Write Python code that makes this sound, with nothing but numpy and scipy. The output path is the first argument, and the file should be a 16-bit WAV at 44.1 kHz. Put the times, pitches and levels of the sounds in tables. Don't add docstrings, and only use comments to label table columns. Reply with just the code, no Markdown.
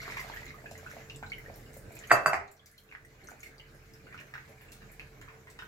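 import sys
import numpy as np
from scipy import signal
from scipy.fft import irfft
from scipy.io import wavfile
from scipy.ndimage import uniform_filter1d

SR = 44100
rng = np.random.default_rng(int(sys.argv[2]) if len(sys.argv) > 2 else 0)


def elevation(decibels):
    levels = np.asarray(decibels, float)
    return 10 ** (levels / 20)


def wav_out(sig):
    wavfile.write(sys.argv[1], SR, np.round(np.clip(np.atleast_2d(sig).T, -1, 1) * 32767).astype(np.int16))


N = 250047

# pitch_hz, likeness (1 = the same)
LIKENESS = [(40, 1), (200, 0.92), (400, 0.71), (1000, 0.12), (3000, 0.11), (12000, 0.072)]
# pitch_hz, level_db
LEAN = [(60, -2), (150, -3), (380, 0.5), (950, -3), (2380, -1.5), (5980, 3), (15000, -3)]


def evened(x):
    return x / np.sqrt(np.mean(x ** 2) + 1e-20)


def read(points, hz):
    f, value = np.transpose(points)
    return np.interp(np.log(hz + 1), np.log(f + 1), value)


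def curve(rows, order):
    rows = np.array(rows)
    return np.interp(np.arange(N) / SR, rows[:, 0], rows[:, order])


def add(mix, start_s, sound):
    part = mix[round(start_s * SR):][:len(sound)]
    part += sound[:len(part)]


def band_noise(noise, low_hz, high_hz, order=2):
    return signal.lfilter(*signal.butter(order, [low_hz, high_hz], "bandpass", fs=SR), noise)


def splash(low_hz, high_hz, decay_s, count):
    noise = rng.standard_normal(count) * np.exp(-np.arange(count) / SR / decay_s)
    noise = band_noise(noise, low_hz, min(high_hz, .45 * SR))
    return noise / abs(noise).max()


def bubble(hz, cycles, glide, rise=.2):
    turns = np.arange(round(SR * 4 * cycles / hz)) * hz / SR
    swell = 1 - np.exp(-turns / rise)
    return np.sin(2 * np.pi * turns * (1 + glide * turns / cycles)) * np.exp(-turns / cycles) * swell


def ring(modes_hz, modes, count):
    t = np.arange(count) / SR
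    return sum(elevation(db - 60 * t / t60) * np.sin(2 * np.pi * hz * t)
               for hz, (db, t60) in zip(modes_hz, modes))


def hiss(gain, patchy_db):
    hz = np.fft.rfftfreq(2048, 1 / SR)
    a, b, c, d, patches = rng.standard_normal((N // 512 + 5, 1025, 5)).T
    patches = evened(uniform_filter1d(uniform_filter1d(patches, 30, axis=0), 6, axis=1))
    same = np.clip(read(LIKENESS, hz), -1, 1)[:, None]
    left = a + 1j * b
    right = same * left + np.sqrt(1 - same ** 2) * (c + 1j * d)
    lean = read(LEAN, hz) / 2
    colour = (gain(hz) * elevation(np.array([lean, -lean])))[..., None]
    z = np.array([left, right]) * colour * elevation(patchy_db * patches)
    return evened(signal.istft(z, nperseg=2048, noverlap=1536)[1][:, :N])


def fridge():
    # pitch_hz, level_db (per Hz)
    room = [(21, -38.5), (35, -2), (123, -1), (176, -7.5), (379, -5.5), (443, -10.5), (516, -8),
            (1200, -21.5), (1590, -13.5), (3270, -31.5), (7230, -24), (8870, -33.5), (12100, -30),
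            (16000, -32)]
    motor_hz = [40, 84, 124, 140, 198, 442]
    # width_hz, level_db
    motor = [(1.7, -61.5), (16, -64.5), (6.6, -62.5), (3.3, -62.5), (12, -68.5), (14, -63.5)]
    out = elevation(-55.5) * hiss(lambda hz: elevation(read(room, hz)), 2.7)
    t = np.arange(N) / SR
    for hz, (width_hz, db) in zip(motor_hz, motor):
        a, b = rng.standard_normal((2, N + SR))
        r = np.exp(-np.pi * width_hz / SR)
        drift = signal.lfilter([1], [1, -r], a + 1j * b)
        drift = signal.lfilter([1], [1, -r], drift)[SR:]
        drift /= abs(drift) ** 0.44
        tone = evened((drift * np.exp(2j * np.pi * hz * t)).real)
        lean = read(LEAN, hz) / 2
        out += elevation(db + np.array([[lean], [-lean]])) * tone
    return out * elevation(duck_db())


def stream(per_s=700., spread_db=5.0):
    # start_s, level_db
    flow = [(0, -48), (.22, -52), (.4, -55.5), (.6, -65), (1, -56), (1.15, -80), (1.45, -63), (1.85, -69),
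            (2, -57.5), (2.5, -70), (2.8, -72), (3.2, -63), (3.8, -67), (4.2, -64.5), (4.5, -66.5),
            (4.8, -64), (5.3, -67), (5.67, -68.5)]
    # pitch_hz, level_db
    gurgle = [(500, -12), (900, -12.5), (1500, 0), (2100, 2.5), (2800, -12), (4000, -0.5)]
    # pitch_hz, level_db (per Hz)
    fizz = [(1470, -31.5), (2500, -7), (3360, -4.5), (7530, -8.5), (8940, -20), (11900, -6.5), (15200, -14),
            (16000, -26.5)]
    size = elevation(spread_db * np.minimum(rng.exponential(1, N), 3)) * (rng.random(N) < per_s / SR)
    kind, out = rng.integers(0, 30, N), np.zeros(N)
    at = np.flatnonzero(size)
    for k, hz in enumerate(np.geomspace(gurgle[0][0], gurgle[-1][0], num=30)):
        grain = elevation(read(gurgle, hz)) * bubble(hz, 3.5, 0.056, rise=.6)
        for i in at[kind[at] == k]:
            add(out, i / SR, size[i] * grain)

    pops = elevation(3.0 * np.minimum(rng.exponential(1, N), 2.8)) * (rng.random(N) < 300. 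/ SR)
    crackle = rng.standard_normal(N) * pops
    colour = irfft(elevation(read(fizz, np.fft.rfftfreq(256, 1 / SR))))
    crackle = signal.oaconvolve(crackle, np.roll(colour, 128), "same")
    flow_db = curve(flow, order=1)
    fizz_db = -76 + 1.28 * (flow_db + 63)
    return elevation(flow_db - 6.5) * evened(out) + elevation(fizz_db) * evened(crackle)


def drops():
    # start_s, level_db (peak), pitch_hz, ring_cycles
    plops = [(0.0024, -35.5, 2040, 5.6), (0.02, -44, 1380, 4.8), (0.0992, -36, 2160, 7.8),
             (0.1218, -32, 1830, 3.3), (0.1444, -39, 1850, 4.6), (0.169, -31.5, 2170, 4.9),
             (0.181, -36, 2000, 6), (0.1934, -33, 1950, 6.7), (0.212, -37, 1900, 6), (0.03, -39, 2100, 6),
             (0.361, -40, 1650, 6), (0.3366, -40, 1650, 7.9), (0.3705, -34.5, 1780, 6.1),
             (0.4299, -43, 1926, 10), (0.465, -40, 1970, 5), (0.5057, -37, 1990, 3.1),
             (0.6581, -40, 1620, 7.3), (0.7534, -41.5, 1890, 4.7), (0.863, -37.5, 1415, 5.9),
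             (0.914, -34.5, 1720, 2), (1.0194, -51, 1820, 3.5), (1.2336, -35.5, 1440, 4.2),
             (1.3183, -31, 2130, 8.2), (1.327, -35.5, 2880, 8.3), (1.3275, -42, 2100, 5.1),
             (1.382, -42.5, 1960, 12), (0.541, -46.5, 1140, 7.8), (0.586, -46, 1840, 5),
             (1.46, -43.5, 1760, 9.7), (1.9675, -41, 2290, 4.3), (2.0392, -41.5, 1770, 4.5),
             (2.594, -53, 3230, 12), (2.914, -44.5, 2280, 3.5), (2.9235, -40, 2150, 4.1),
                  (2.9503, -33, 1760, 1.9), (3.048, -49, 1840, 5.6), (3.2864, -40, 1400, 2.9),
                  (3.4311, -40.5, 2150, 6.4), (3.4595, -43.5, 2030, 9.8), (3.597, -44, 2850, 11),
                  (4.0685, -47.5, 1420, 3.9), (4.126, -41, 1750, 3.7), (4.1446, -37, 1350, 2.6),
                  (4.1898, -38.5, 2300, 2.9), (4.21, -43, 1750, 6.2), (4.338, -35.5, 1770, 2.8),
                  (4.3539, -34, 1450, 2.8), (4.3797, -35.5, 1730, 2.2), (4.996, -32, 2370, 2.5),
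                  (5.2795, -47, 1170, 2.5), (5.478, -47, 1850, 6.4), (5.5916, -42, 1400, 4.5),
                  (5.6217, -38.5, 1420, 4)]
    # start_s, level_db (peak), pitch_hz
    ticks = [(0.017, -44, 5560), (0.11, -41.5, 3650), (0.3177, -43, 3090), (0.361, -44, 3080),
             (0.4554, -47, 6450), (0.48, -42.5, 3730), (0.6608, -43, 2440), (0.778, -43, 6640),
             (0.8698, -47, 2500), (0.9085, -47, 5800), (1.098, -36, 2660), (1.1464, -49, 2600),
             (1.1607, -37.5, 7400), (1.263, -44.5, 3850), (1.3, -41.5, 4220), (1.275, -57, 5100),
             (1.186, -55.5, 4870), (1.147, -46, 3460), (0.09, -50, 4800), (0.198, -38, 4640),
             (0.187, -46, 5540), (0.495, -50, 4800), (1.541, -47.5, 5250), (1.661, -51, 2750),
             (1.732, -43, 7800), (1.923, -50, 7230), (1.955, -44.5, 7240), (1.99, -37.5, 6740),
             (2.037, -43, 2890), (2.0737, -44.5, 6400),
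             (2.517, -46, 7210), (2.6586, -49.5, 5710), (2.665, -50.5, 4520), (2.478, -60, 6440),
                  (2.48, -57, 3690), (2.567, -56.5, 5500), (3.435, -52, 4310), (2.78, -46, 3970),
                  (2.782, -50.5, 3070), (2.889, -52, 2617), (3.05, -48, 8120), (3.237, -50.5, 4060),
                  (3.272, -42, 5900), (3.307, -44.5, 6600), (3.405, -44.5, 6540), (3.429, -51.5, 2710),
                  (3.5812, -46, 4520), (3.7598, -62, 6180), (3.9365, -46.5, 5080), (4.0675, -52.5, 2620),
                  (4.209, -56, 2600), (4.336, -56, 2510), (4.6848, -48.5, 2570), (5.214, -49.5, 6770),
                  (5.504, -52.5, 7400)]
    out = np.zeros(N)
    small = [(s, db, hz, 10, 0.4) for s, db, hz in ticks]
    large = [(*row, .15) for row in plops]
    for s, db, hz, cycles, share in large + small:
        wet = np.clip(share + 0.002 * (db + 42.5), 0, 1)
        add(out, s, elevation(db + 3.5) * wet * splash(0.66 * hz, 1.67 * hz, 0.0019, 400))
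        tone = bubble(hz, max(cycles, .5), 0.026, rise=.22 * cycles)
        add(out, s, elevation(db + 6.0) * max(1 - wet, 0) * tone)
    return out


def slaps():
    # start_s, level_db (peak), pitch_hz (centre)
    slap_list = [(0.079, -37, 1290), (0.171, -31, 1410), (0.176, -42, 5000), (0.205, -38.5, 5500),
                 (0.11, -38.5, 5500), (0.711, -39, 4530), (1.0981, -43, 3520), (1.2274, -39, 1490),
                 (2.477, -56, 4940), (2.9253, -43.5, 1580), (3.049, -64, 1940), (3.128, -60, 905),
                 (3.246, -59, 1400), (3.433, -44, 2100), (3.956, -53, 1897), (4.068, -55, 1890),
                 (4.128, -44, 1600), (4.177, -41, 1590), (4.2, -49, 2080), (4.221, -57, 1900),
                 (4.339, -38.5, 1720), (4.478, -54.5, 800), (4.61, -46.5, 1580), (4.82, -46, 1860),
                 (5.177, -57, 904), (5.341, -49, 1140), (5.471, -45, 1390), (5.602, -52, 2040),
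                 (4.7225, -47, 3000), (4.9956, -45, 2200), (5.01, -48, 1300), (5.285, -41, 1580),
                 (5.2132, -43, 1484), (5.5896, -34.5, 1900), (5.621, -44.5, 2000)]
    width = 1.69
    out = np.zeros(N)
    for s, db, hz in slap_list:
        add(out, s, elevation(db) * splash(hz / width, width * hz, 0.0028, 400))
    return out


def colander():
    # start_s, level_db (peak), pitch_hz
    knocks = [(0.0791, -30, 1200), (0.102, -40, 1000), (0.172, -36, 1100), (0.42, -46, 900),
              (0.246, -42, 700), (0.2995, -33.5, 910), (0.582, -51, 675), (0.643, -43.5, 670),
              (0.714, -38, 650), (0.830, -44.5, 635), (0.935, -45, 587), (0.967, -38.5, 670),
              (1.2271, -34, 810), (1.483, -40, 500), (1.499, -38.5, 654), (1.767, -41, 530),
              (1.907, -45.5, 693), (3.317, -43.5, 756), (3.748, -54.5, 557)]
    out = np.zeros(N)
    for s, db, hz in knocks:
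        cycles = 1.45 - 0.03 * (db + 39.5)
        add(out, s, elevation(db + 5.5) * bubble(hz, max(cycles, .4), 0))
        add(out, s, elevation(db - 8.0) * bubble(2.4 * hz, 0.65, 0))
        add(out, s, elevation(db - 3.0) * bubble(0.34 * hz, 1.6, 0))
    return out


def spray():
    # start_s, level_db (peak), pitch_hz
    spray_list = [(0.172, -44, 15100), (0.202, -42.5, 13800), (0.3434, -44.5, 15400), (0.4449, -54, 13400),
                  (0.5452, -55, 14900), (0.714, -53, 12300), (0.7784, -52, 12300), (0.9144, -50, 11800),
                  (1.3825, -49, 15400), (1.559, -47, 11800), (1.74, -47.5, 14200), (1.7707, -47.5, 11100),
                  (1.921, -51, 11190), (1.9513, -45.5, 13310), (2.072, -51, 9800),
                  (2.514, -52.5, 12320), (2.66, -58, 14700), (2.714, -56.5, 9670), (2.779, -56, 11900),
            (2.8364, -58.5, 11600), (3.242, -55, 10000), (3.2876, -52, 12000), (3.3967, -55, 10600),
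            (3.4485, -54, 11300), (3.7485, -58, 10290), (3.9356, -53.5, 14430), (4.4938, -56, 12900),
            (4.616, -53, 12500), (4.7186, -54, 11400), (4.9177, -49.5, 10900), (4.997, -59, 11460),
            (5.213, -58.5, 10940), (5.63, -54, 15500)]
    out = np.zeros(N)
    for s, db, hz in spray_list:
        add(out, s, elevation(db + 8.5) * splash(0.81 * hz, 1.3 * hz, 0.0021, 300))
    return out


def bursts():
    # start_s, level_db (peak), lowest_hz
    burst_list = [(2.5136, -50, 6000), (2.6586, -44, 4000), (2.7137, -53, 7100), (2.7955, -50, 10500),
                  (2.9, -56, 7000), (3.4305, -39, 3000), (3.467, -45, 4400), (3.3, -46, 4100),
                  (4.2, -43, 1800), (5.5, -41, 2500), (4.7185, -35.5, 1800), (4.727, -48, 2000),
                  (4.3, -57, 2500), (5.7, -45, 1700), (1.918, -52, 2500), (1.742, -46, 3000),
                  (0.7125, -49, 3000), (5.214, -50, 2300), (5.589, -48, 2500), (4.339, -52, 2500),
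                  (2.928, -54, 7000), (4.128, -56, 2500), (4.4938, -70, 5700), (3.05, -56, 6400)]
    decay_s = .004
    out, count = np.zeros(N), np.arange(900)
    for s, db, hz in burst_list:
        noise = rng.standard_normal(900) * np.exp(-count / SR / decay_s) * (1 - np.exp(-count / 30.))
        noise = signal.lfilter(*signal.butter(2, hz, "highpass", fs=SR), noise)
        add(out, s, elevation(db) * noise / abs(noise).max())
    return out


def thuds():
    # start_s, pitch_hz, level_db, t60_s (time to die by 60 dB)
    thud_list = [
        (0.719, 88.5, -40, 0.22),
        (1.23, 92, -38, 0.14),
        (1.489, 90, -42, 0.19),
        (2.119, 125, -28, 0.18),
        (2.117, 285, -35, 0.14),
        (2.26, 145, -31.5, 0.16),
        (2.261, 307, -38, 0.12),
        (2.333, 322, -37.5, 0.1),
        (2.361, 83.4, -43.5, 0.34),
    ]
    out = np.zeros(N)
    rise = 1 - np.exp(-np.arange(12000) / 490.0)
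    for s, hz, db, t60 in thud_list:
        add(out, s, ring([hz], [(db, t60)], count=12000) * rise)
    return out * elevation([[-1], [1]])


def skid():
    start_s, end_s = 2.097, 2.1145
    level_db, rise_db = -20, 23
    out, t = np.zeros(N), np.arange(start_s, end_s, 1 / SR)
    chatter = band_noise(rng.standard_normal(4000), 1264, 2200.)[-len(t):]
    swell = elevation(level_db - rise_db * (end_s - t) / (end_s - start_s))
    add(out, start_s, swell * evened(chatter))
    return out


def jar():
    # start_s, level_db
    clinks = [
        (2.099, -57),
        (2.116, -35),
        (2.2597, -39),
        (2.332, -54),
    ]
    glass_hz = [2649, 2673, 4678, 4740, 6650, 7101, 7560, 7817, 8646, 9685, 10550, 11700, 12480, 12550]
    # level_db, t60_s (time to die by 60 dB)
    glass_modes = [(1, 0.3), (-3, .25), (5, 0.13), (-5, 0.08), (-4, 0.12), (-8, 0.12), (-8, .08), (3, 0.11),
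                   (-2, 0.096), (-1, 0.13), (-6, 0.13), (-6, .13), (3, 0.13), (-4, .12)]
    out = np.zeros(N)
    glass = ring(glass_hz, glass_modes, count=9000) * (1 - np.exp(-np.arange(9000) / 60.))
    for s, db in clinks:
        add(out, s, elevation(db) * glass)
    return out


def bowl(blows):
    shell_hz = [405, 545, 636, 685, 740, 1020, 1116, 1237, 1330, 1420, 1517, 1738, 1800, 1906, 2090, 2277,
                823, 979, 2370]
    # level_db, t60_s (time to die by 60 dB)
    shell_modes = [(-9.5, 0.16), (-8, 0.053), (-3, 0.12), (-2.5, 0.1), (-1.5, 0.071), (-7.5, 0.062),
                   (-0.5, 0.035), (-6.5, 0.07), (-8, 0.048), (-5, 0.032), (-7, .04), (-1.5, 0.037),
                   (-4.5, 0.059), (-1, 0.019), (-14.5, 0.046), (-11, 0.023), (-10, 0.05), (-8.5, 0.062),
                   (-14, 0.037)]
    out = np.zeros(N)
    shell = ring(shell_hz, shell_modes, count=6000) * (1 - np.exp(-np.arange(6000) / 14.0))
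    for s, db, hz, cycles, shell_db in blows:
        turns = np.arange(-100, 300) * hz / SR
        shape = np.exp(-(turns / np.where(turns < 0, .8, cycles)) ** 2)
        add(out, s - 100 / SR, -elevation(db - 1.8) * np.cos(2 * np.pi * turns) * shape)
        add(out, s, elevation(db + shell_db) * shell)
        crack = rng.standard_normal(600) * np.exp(-np.arange(600) / 190.0)
        add(out, s - .0007, elevation(db - 20.0) * band_noise(crack, 4200., 8200., order=4))
    return out


def duck_db():
    open_db, dip_db, settled_db = 1.5, -20, -3.5
    start_s, fall_s, return_s = 2.29, 0.17, 0.62
    since = np.maximum(np.arange(N) / SR - start_s, 0)
    return open_db + (1 - np.exp(-since / fall_s)) * (settled_db + dip_db * np.exp(-since / return_s))


def kitchen(x, echo_db, tail_db):
    # pitch_hz, t60_s (time to die by 60 dB)
    room_t60 = [(150, 0.62), (500, 0.4), (1500, 0.31), (4000, 0.32), (8000, 0.23), (15000, 0.23)]
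    # start_s (delay), level_db
    echoes = [
        (.0045, -2.5),
        (.009, -3),
        (.0135, -8.5),
        (.021, -8.5),
        (.032, -13),
    ]
    taps = np.zeros((2, SR // 2))
    at = np.arange(200, SR // 2 - 20, 20) + rng.integers(0, 20, (2, (SR // 2 - 201) // 20))
    np.put_along_axis(taps, at, rng.choice([-1., 1.], at.shape), 1)
    hz, t, z = signal.stft(taps, SR, nperseg=256)
    same = np.clip(0.99 * read(LIKENESS, hz), -1, 1)[:, None]
    z[1] = same * z[0] + np.sqrt(1 - same ** 2) * z[1]
    tail = signal.istft(z * elevation(-60 * t / read(room_t60, hz)[:, None]), SR, nperseg=256)[1]
    tail *= elevation(tail_db) / np.linalg.norm(tail, axis=1, keepdims=True)
    tail[:, 0] = 1
    for k, (s, db) in enumerate(echoes):
        sides = np.array([0, 7 * (-1) ** k])
        tail[[0, 1], round(s * SR) + sides] += elevation(db + echo_db)

    heard, out = np.flatnonzero(x), np.zeros((2, N))
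    first, last = heard[0], heard[-1]
    wet = signal.oaconvolve(x[None, first:last + 1], tail, axes=1)[:, :N - first]
    out[:, first:first + wet.shape[1]] = wet
    return out


def ports(x, lag):
    # pitch_hz, level_db
    microphone = [(100, -7), (350, -7), (600, 1), (2500, 1.5), (3500, -2), (7500, 0.5), (9000, -4),
                  (12000, -4), (16000, -3.5)]
    hz = np.fft.rfftfreq(1024, 1 / SR)
    lean = read(LEAN, hz) / 2
    delay = np.exp(-2j * np.pi * hz / SR * np.array([[512], [512 + lag]]))
    gain = elevation(read(microphone, hz) + np.array([lean, -lean])) * delay
    return signal.oaconvolve(x, irfft(gain) * np.hanning(1024), axes=1)[:, 512:N + 512]


def scene():
    # start_s, level_db (blow), pitch_hz (contact), snap_cycles, shell_db (ring)
    blows = [(2.1075, -23, 1990, 2, -12), (2.1102, -29, 1810, 1.4, -20.5), (2.1132, -17, 1580, 2, -18),
             (2.1159, -1.5, 1335, 0.97, -15.5), (2.126, -16.5, 1400, 1.2, -13.5), (2.136, -25, 710, 2, -22),
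             (2.149, -21, 1290, 2.5, -16), (2.157, -28, 1500, 2.5, -23), (2.172, -22.5, 617, 2.4, -21),
             (2.2607, -6.5, 1360, 1.5, -18), (2.2803, -19, 1390, 3, -14), (2.293, -26.5, 1380, 1.9, -25),
             (2.3327, -15, 770, 0.97, -14), (2.3335, -18, 1950, 2.3, -19), (2.3345, -21, 1400, 1.5, -20),
             (2.343, -16.5, 1730, 0.9, -19)]
    hum = fridge()
    water = kitchen(stream(), 0., 5.46)
    water += kitchen(drops(), -3.5, -4.5)
    water += kitchen(slaps() + spray() + bursts(), -7.5, 1.7)
    water += kitchen(colander(), -10.5, -5.5)
    counter = kitchen(skid(), -16, -5.0)
    glass = kitchen(jar(), -5.5, -9.5)
    for landing in (blows[:9], blows[9:12], blows[12:]):
        counter += kitchen(bowl(landing), -18.0, -2.8)
    return ports(water, lag=7.12) + ports(counter, lag=-3.5) + ports(glass, lag=-1.3) + thuds() + hum


def top_cut(x):
    return signal.sosfilt(signal.butter(12, 15930, fs=SR, output="sos"), x)


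def record(dry):
    lowpass = signal.firwin(511, 15950, window=("kaiser", 9), fs=SR)
    x = signal.oaconvolve(dry, lowpass[None], "same")
    return top_cut(np.clip(x, -1, 1))


dry = scene()
out = record(dry)
wav_out(out)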